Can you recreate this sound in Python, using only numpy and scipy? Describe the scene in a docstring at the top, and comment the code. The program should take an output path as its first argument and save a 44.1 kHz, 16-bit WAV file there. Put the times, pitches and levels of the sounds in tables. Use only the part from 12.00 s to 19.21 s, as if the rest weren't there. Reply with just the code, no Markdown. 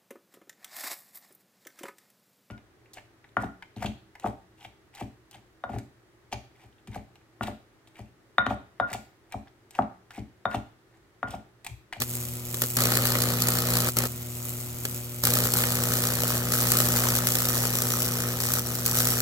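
"""A small room, a glass table: high voltage burns tracks into a wet board, heard from close above.
Twice every mains cycle the gap breaks down in a spray of sparks and the heated air thumps.
The arc flares up, falls back to a sizzle in the char and flares again; heavy breakdowns snap out.
Underneath, the transformer hums over a faint fan and room noise."""
import sys
import numpy as np
from scipy import signal
from scipy.fft import rfft, irfft, next_fast_len
from scipy.io import wavfile

SR = 44100
rng = np.random.default_rng(int(sys.argv[2]) if len(sys.argv) > 2 else 0)


def to_wav(s):
    """Save 16-bit WAV."""
    ch = np.atleast_2d(s).T  # columns
    pcm = np.round(np.clip(ch, -1, 1) * 32767)  # PCM
    wavfile.write(sys.argv[1], SR, pcm.astype(np.int16))


N = 317961
TIME = np.arange(N) / SR
FREQ = np.maximum(np.fft.rfftfreq(2 * next_fast_len(N // 2 + 4096), 1 / SR), 1)
MAINS_HZ = 60
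ARC_REF_DB, SIZZLE_REF_DB = -31, -41


# Arc open as a flame: strike t/s, quench t/s, current offset/dB
FLARES = [(0, .025, -4), (.612, .64, -3), (.762, 1.888, 0), (1.96, 2.058, 0), (2.84, 2.858, -7),
          (3.228, 7.22, 0)]

def flares():
    """Each flare strikes fast, holds and is quenched. Returns openness 0-1, current offset and age."""
    strike_s, quench_s = 0.012, 0.017
    flame, offset_db, age_s = np.zeros((3, N))
    for start, end, db in FLARES:
        shape = np.clip(np.minimum((TIME - start) / strike_s, 1 - (TIME - end) / quench_s), 0, 1)
        flame = np.maximum(flame, shape)
        offset_db = np.where(shape > 0, db, offset_db)
        age_s = np.where(shape > 0, TIME - start, age_s)
    return flame, offset_db, age_s


# Arc current in the two long burns: t/s, level/dB
FIRST_BURN = [(0.8, -29.5), (1.588, -31), (1.662, -31.5), (1.686, -30.5), (1.88, -30.5)]
SECOND_BURN = [(3.56, -30.5), (3.64, -31.5), (3.86, -31.5), (4.22, -32), (4.25, -32), (4.35, -31.5),
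               (4.46, -33), (4.71, -30), (4.88, -30), (5.04, -29.5), (5.36, -33), (5.64, -31), (5.7, -32),
               (6.24, -33.5), (6.27, -31.5), (6.35, -35), (6.58, -32.5), (6.62, -36.5), (6.72, -34.5),
               (6.77, -36), (6.95, -32.5), (6.98, -31), (7.18, -32)]
# Current dips: t/s, gain/dB
STALLS = [(1.37, -1), (1.64, -1), (3.513, -4.5)]

def arc_current():
    """The open arc draws an uneven current and briefly falters. In dB re ARC_REF_DB."""
    stall_s = 0.022
    dips_db = sum(db * gaussian(TIME - s, stall_s) for s, db in STALLS)
    return curve(FIRST_BURN + SECOND_BURN) - ARC_REF_DB + dips_db


# Spark spectra, in the open flame and in charred wood: f/Hz, density/dB
FLAME_SPARKS = [(600, -38), (1500, -13.5), (2400, -10), (3200, -12), (4200, -8), (5500, -7), (6500, -6.5),
                (7500, -4.5), (9500, -2), (11500, -4.5), (13000, -4), (15300, -5)]
CHAR_SPARKS = [(600, -12), (1500, -27), (2400, -8), (3200, -10.5), (4200, -9.5), (5500, -7.5), (7500, 0),
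               (9500, -0.5), (13000, -0.5), (15300, -0.5)]

def crackle(flame, age_s):
    """Sparks spray at each voltage peak over a thin fizz. Returns flame crackle and char sizzle."""
    # reverse stroke re forward: lopsided when freshly struck, more even once settled
    fresh_db, settled_db, char_db, settle_s = -9, -2.5, -1.5, 0.77
    open_db = settled_db + (fresh_db - settled_db) * np.exp(-age_s / settle_s)
    reverse_gain = undb(flame * open_db + (1 - flame) * char_db + 3 * walk(13))
    phase = .228 + .04 * flame  # char sparks earlier in the cycle
    forward = bursts(phase, width_ms=1.29, scatter_db=2.5, jitter_ms=0.18)
    reverse = bursts(phase + .5, width_ms=1.17, scatter_db=2.04, jitter_ms=0.53)
    gate = unit((forward + reverse_gain * reverse + 0.14) / np.sqrt(1 + reverse_gain ** 2))
    spray = gate * sparks(per_s=16000, scatter_db=2.0)
    bright = groove(colour(spray, FLAME_SPARKS))
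    return np.sqrt(flame) * bright, np.sqrt(1 - flame) * colour(spray, CHAR_SPARKS)


# Groove resonances: t/s, low ring/dB, high ring/dB
GROOVE_RINGS = [(0, 4, -30), (1.9, -2.5, -27), (3.3, -6.5, -12), (4.9, -18, -8), (5.7, -38, 2)]

def groove(x):
    """As the burnt groove widens, its low ring fades and a higher rasp takes over."""
    s, *rings_db = np.transpose(GROOVE_RINGS)
    low, high = (undb(np.interp(TIME, s, db)) for db in rings_db)
    return x + low * ring(x, hz=4290, width_hz=500) + high * ring(x, hz=5790, width_hz=190)


# Steps in spark level: t/s, gain/dB
SURGES = [(.765, -0.5), (1.38, 1), (1.96, -3), (3.232, 4), (3.43, 2.5), (4.515, 4.5), (5.27, 3.5),
          (5.75, 1.5), (6.4, 5), (6.85, 4.5)]

def surges():
    """The arc bites into fresh wood: the spark level jumps, mostly up, and returns as it chars. In dB."""
    fade_s = 0.45
    return sum(db * (TIME >= s) * np.exp(-np.abs(TIME - s) / fade_s) for s, db in SURGES)


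# Spectra of the flame roar and of one knock on the board: f/Hz, density/dB
ROAR = [(150, -34), (350, -0.5), (550, 3), (900, -8), (1300, 0), (1550, -8.5), (1800, -1), (2100, -3),
        (3200, -6.5), (6000, -23)]
KNOCK = [(200, -15), (500, -8.5), (850, -6), (1250, -1), (1750, 1), (2100, -7), (3000, -13), (6000, -55)]

def roar():
    """The arc knocks on the forward stroke; each stroke puffs hot gas and ticks as it collapses."""
    puff = bursts(phase=0.35, width_ms=2.3, scatter_db=4.0, jitter_ms=1.0)
    back_puff = bursts(phase=0.71, width_ms=2.0, scatter_db=2, jitter_ms=.25)
    gas = colour((puff + 0.86 * back_puff + 0.96) * sparks(per_s=9000, scatter_db=-0.5), ROAR)
    strikes = sum(bursts(phase, width_ms=.1, scatter_db=3.5, jitter_ms=.45) for phase in (.27, .34))
    knocks = colour(strikes, KNOCK)
    knocks = unit(knocks + undb(1.5) * ring(knocks, hz=1296, width_hz=95))  # board resonance
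    drying_db_per_s = .5  # a drier board knocks louder
    knocks = knocks * undb(drying_db_per_s * (TIME - TIME.mean()))
    late = bursts(phase=.925, width_ms=0.14, scatter_db=0.5, jitter_ms=0.088)
    early = bursts(phase=0.3937, width_ms=0.11, scatter_db=4.5, jitter_ms=0.11)
    ticks = colour(late - early, ROAR)
    shared = undb(-3.5) * gas[0] + undb(-4) * knocks + undb(-8) * ticks
    return np.array([shared, undb(1.5) * gas[1]])


# Heavy breakdowns: t/s, relative crack level/dB, relative pop level/dB
SNAPS = [(0.0204, -19, -24), (0.5443, -21, -35), (0.6205, -14, -28), (0.6387, -27, -43),
         (0.7692, -16.5, -39), (0.8063, -17, -32), (0.856, -16, -24), (0.9208, -20, -27.5),
         (0.9724, -16, -24), (1.154, -19, -23.5), (1.4866, -15.5, -25.5), (1.97, -19, -27.5),
         (1.9876, -13, -52), (2.8537, -21.5, -28.5), (3.2385, -15.5, -50), (3.253, -13, -38),
         (3.2716, -14, -24), (3.5385, -14, -31), (3.6386, -35, -20.5), (4.038, -21, -35), (4.236, -20, -27),
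         (4.522, -17.5, -44), (4.72, -12.5, -30), (4.8035, -15, -24), (4.9629, -23, -43),
         (5.1533, -16, -38), (5.2718, -17, -26), (5.3545, -14.5, -32.5), (6.4036, -19.5, -44),
         (6.5378, -17, -40), (6.8625, -13, -38), (6.954, -20, -45), (7.072, -15, -40)]

def snaps():
    """A heavy breakdown is a dense knot of sparks with a pop of hot gas just behind it."""
    crack, pop = np.zeros((2, N))
    pop_lag_s = .0004
    for s, crack_db, pop_db in SNAPS:
        near = slice(max(int(s * SR) - 512, 0), int(s * SR) + 512)
        crack[near] += undb(crack_db) * gaussian(TIME[near] - s, sigma_s=0.001)
        pop[near] += undb(pop_db) * gaussian(TIME[near] - s - pop_lag_s, sigma_s=0.0017)
    cracks = crack * colour(sparks(per_s=24000, scatter_db=3.1), FLAME_SPARKS)
    pops = pop * colour(rng.standard_normal((2, N)), ROAR)
    return undb(1.5) * (cracks + pops)


# Sizzle, one list per lull: t/s, relative level/dB
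SMOULDER = [
    [(0.06, -43), (0.15, -36), (0.28, -40.5), (0.426, -45), (0.59, -36.5)],
    [(2.12, -43), (2.322, -45), (2.476, -39.5), (2.81, -43.5), (2.82, -40)],
    [(2.89, -41), (2.974, -37), (3.03, -44.5), (3.07, -44), (3.2, -44.5)],
]

def smoulder():
    """Between flares the sizzle in the charred tracks swells and sinks. In dB."""
    return curve(np.vstack(SMOULDER))


# Transformer harmonics, idle and with the arc burning: f/MAINS_HZ, relative level/dB
IDLE_HUM = [(2, 3.5), (3, -21), (4, -5), (6, -9), (8, -17), (10, -17.5), (12, -22.5), (14, -34), (16, -31)]
ARC_HUM = [(1, -18), (2, 2), (3, -9.5), (4, -4), (5, -36), (6, -12), (7, -18), (8, -8.5), (9, -18),
           (10, -21), (11, -21), (12, -28.5), (13, -20), (15, -23.5)]

def transformer(flame):
    """The mostly even harmonics of the hum gain odd ones when the lopsided arc burns."""
    idle = harmonics(IDLE_HUM, phase=.09, sweep=.005)
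    loaded = harmonics(ARC_HUM, phase=.112, sweep=.006)
    return ((1 - flame) * idle + flame * loaded) * undb(0.22 + .5 * walk(25))


# Hot-air spectrum: f/Hz, density/dB
FLUTTER = [(20, -16), (40, -5), (65, 2.5), (110, 0), (170, 2.5), (260, -0.5), (400, -5.5), (600, -5.5),
           (1000, -24), (2500, -60)]

def hot_air(flame):
    """Heated air flutters low, more strongly around the open flame."""
    return colour(rng.standard_normal((2, N)), FLUTTER) * undb(-13.0 + 2.5 * flame)


def fan():
    """A fan drones on one faint, wavering tone."""
    hz, level_db = 80.7, -53.5
    return undb(level_db + 2 * walk(3.1)) * unit(np.sin(2 * np.pi * hz * TIME + .5 * walk(2.8)))


# Room spectrum: f/Hz, density/dB
ROOM = [(20, -12), (45, -11), (80, 1.5), (170, -3), (300, -11), (600, -16.5), (1500, -13), (5000, -17.5)]

def room_noise():
    """Steady low rumble and hiss."""
    return undb(-44.5) * colour(rng.standard_normal((2, N)), ROOM)


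def reflections(x, t60_s, wet_db):
    """Table and walls return a short diffuse tail."""
    age_s = TIME[:SR // 3]
    tail = rng.standard_normal((2, len(age_s))) * np.exp(-np.log(1000) * age_s / t60_s) * (age_s > .002)
    tail /= np.sqrt(np.sum(tail ** 2, axis=1, keepdims=True))
    return undb(wet_db) * signal.fftconvolve(x, tail, axes=1)[:, :N]


# Stereo image of arc and char: f/Hz, coherence 0-1, left lead/rad, left minus right/dB
ARC_IMAGE = [(35, .78, 0, .5), (120, .98, 0, 1.2), (300, .97, 0, .2), (800, .88, -.45, 1),
             (1400, .88, -.6, 1.5), (2050, .82, -2.7, 1), (2600, .95, -3.15, 0), (3100, .65, -3.4, 1),
             (3700, .4, -4.4, 2.5), (4600, .35, -5, 4), (6300, .4, -5.8, 1.2), (7500, .7, -5.1, 0),
             (9500, .92, -3.15, 0), (13000, .83, -.1, 0), (16000, .72, 2.7, 0)]
CHAR_IMAGE = [(40, 0.55, -1, -6), (250, 1, 1.5, -7), (800, 0.46, -0.5, -9), (1290, 0.62, -1, 0),
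              (1980, 0.87, -5, -0.5), (3060, 0.43, -4, 2), (3920, 0.43, -4.5, 1.5), (5570, 0.44, -4.5, 3.5),
              (6600, 0.78, -6, -0.5), (9460, 0.78, -3.5, 0), (13100, 0.45, 0.5, 0), (16000, 0.94, 2.5, 1)]

def direct_sound(arc, char):
    """Sound reaches two ports with a lag and tilt by frequency. Row 0 feeds both, row 1 only the right."""
    stereo = np.zeros((2, N))
    for pair, image in ((arc, ARC_IMAGE), (char, CHAR_IMAGE)):
        hz, *columns = np.transpose(image)
        coherence, lead_rad, tilt_db = (np.interp(FREQ, hz, c) for c in columns)
        coherence = np.clip(coherence, 0, 1)
        left, other = spectrum(pair)
        right = coherence * left * np.exp(-1j * lead_rad) + np.sqrt(1 - coherence ** 2) * other
        stereo += irfft([left * undb(tilt_db / 2), right * undb(-tilt_db / 2)])[:, :N]
    return stereo


def sparks(per_s, scatter_db):
    """Two independent streams of tiny, uneven clicks, rms 1."""
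    struck = rng.random((2, N)) < per_s / SR
    return unit(struck * rng.standard_normal((2, N)) * undb(scatter_db * rng.standard_normal((2, N))))


def bursts(phase, width_ms, scatter_db, jitter_ms):
    """One steep-sided swell per mains cycle at phase 0-1, each with its own size and delay."""
    cycles = TIME * MAINS_HZ - phase + 1
    nearest = np.round(cycles).astype(int)
    size, delay = rng.standard_normal((512, 2))[nearest].T
    offset_ms = (cycles - nearest) * 1000 / MAINS_HZ - jitter_ms * delay
    return undb(scatter_db * size) * np.exp(-.5 * np.abs(offset_ms / width_ms) ** 2.5)


def harmonics(orders, phase, sweep):
    """Mains harmonics as falling chirps: high ones lead, odd ones lie a quarter turn off."""
    cycles = TIME * MAINS_HZ - phase
    wave = np.zeros(N)
    for k, db in orders:
        turns = k * (cycles + sweep * k) + round(k) % 2 / 4
        wave -= undb(db) * np.cos(2 * np.pi * turns)
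    return unit(wave)


def colour(x, points):
    """Filter by (f/Hz, gain/dB) points, then scale to rms 1."""
    hz, db = np.transpose(points)
    gain = undb(np.interp(np.log(FREQ), np.log(hz), db))
    return unit(irfft(spectrum(x) * gain)[..., :N])


def spectrum(x):
    """Padded spectrum on the FREQ grid."""
    return rfft(x, 2 * (len(FREQ) - 1))


def ring(x, hz, width_hz):
    """One resonance, peak gain 1."""
    return signal.lfilter(*signal.iirpeak(hz, hz / width_hz, SR), x)


def walk(per_s):
    """Random drift, spread near 1."""
    return np.interp(TIME * per_s, np.arange(2048), rng.standard_normal(2048))


def curve(rows):
    """Straight lines through (t/s, value) rows."""
    return np.interp(TIME, *np.transpose(rows))


def gaussian(offset_s, sigma_s):
    """Bell curve, peak 1."""
    return np.exp(-.5 * (offset_s / sigma_s) ** 2)


def undb(db):
    """dB to gain."""
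    return 10 ** (np.asarray(db) / 20)


def unit(x):
    """Scale to rms 1."""
    return x / np.sqrt(np.mean(x ** 2))


def scene():
    """The current drives sparks, roar and hum; between flares they follow the smouldering char."""
    spark_slope, roar_slope, idle_slope = 1.48, 1.7, 0.3  # dB per dB
    flame, offset_db, age_s = flares()
    load_db = arc_current() + offset_db
    smoulder_db = smoulder()
    flicker_db = .8 * walk(22)
    spark_db = ARC_REF_DB + 3.5 + spark_slope * load_db + surges() + flicker_db
    roar_db = ARC_REF_DB - 3.5 + roar_slope * load_db + flicker_db
    idle_db = -38 + idle_slope * (smoulder_db - SIZZLE_REF_DB)
    roar_gain = flame * undb(roar_db) + (1 - flame) * undb(smoulder_db - 13.5)
    hum_gain = flame * undb(ARC_REF_DB + 1 + load_db) + (1 - flame) * undb(idle_db)

    bright, sizzle = crackle(flame, age_s)
    sizzle = sizzle * undb(smoulder_db + 5)
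    arc = bright * undb(spark_db) + roar() * roar_gain + snaps()
    hum = transformer(flame) * hum_gain
    flutter = hot_air(flame) * hum_gain
    direct = direct_sound(arc + flutter, sizzle + room_noise())
    drone = (hum + fan()) * undb([[1.05], [-1.05]])  # slightly left
    return direct + reflections(arc + sizzle, t60_s=0.052, wet_db=-10) + drone


def record(dry):
    """A steep low-pass cuts the top."""
    cutoff_hz = 15900
    return signal.sosfilt(signal.ellip(10, .2, 80, cutoff_hz, fs=SR, output="sos"), dry)


dry = scene()
out = record(dry)
to_wav(out)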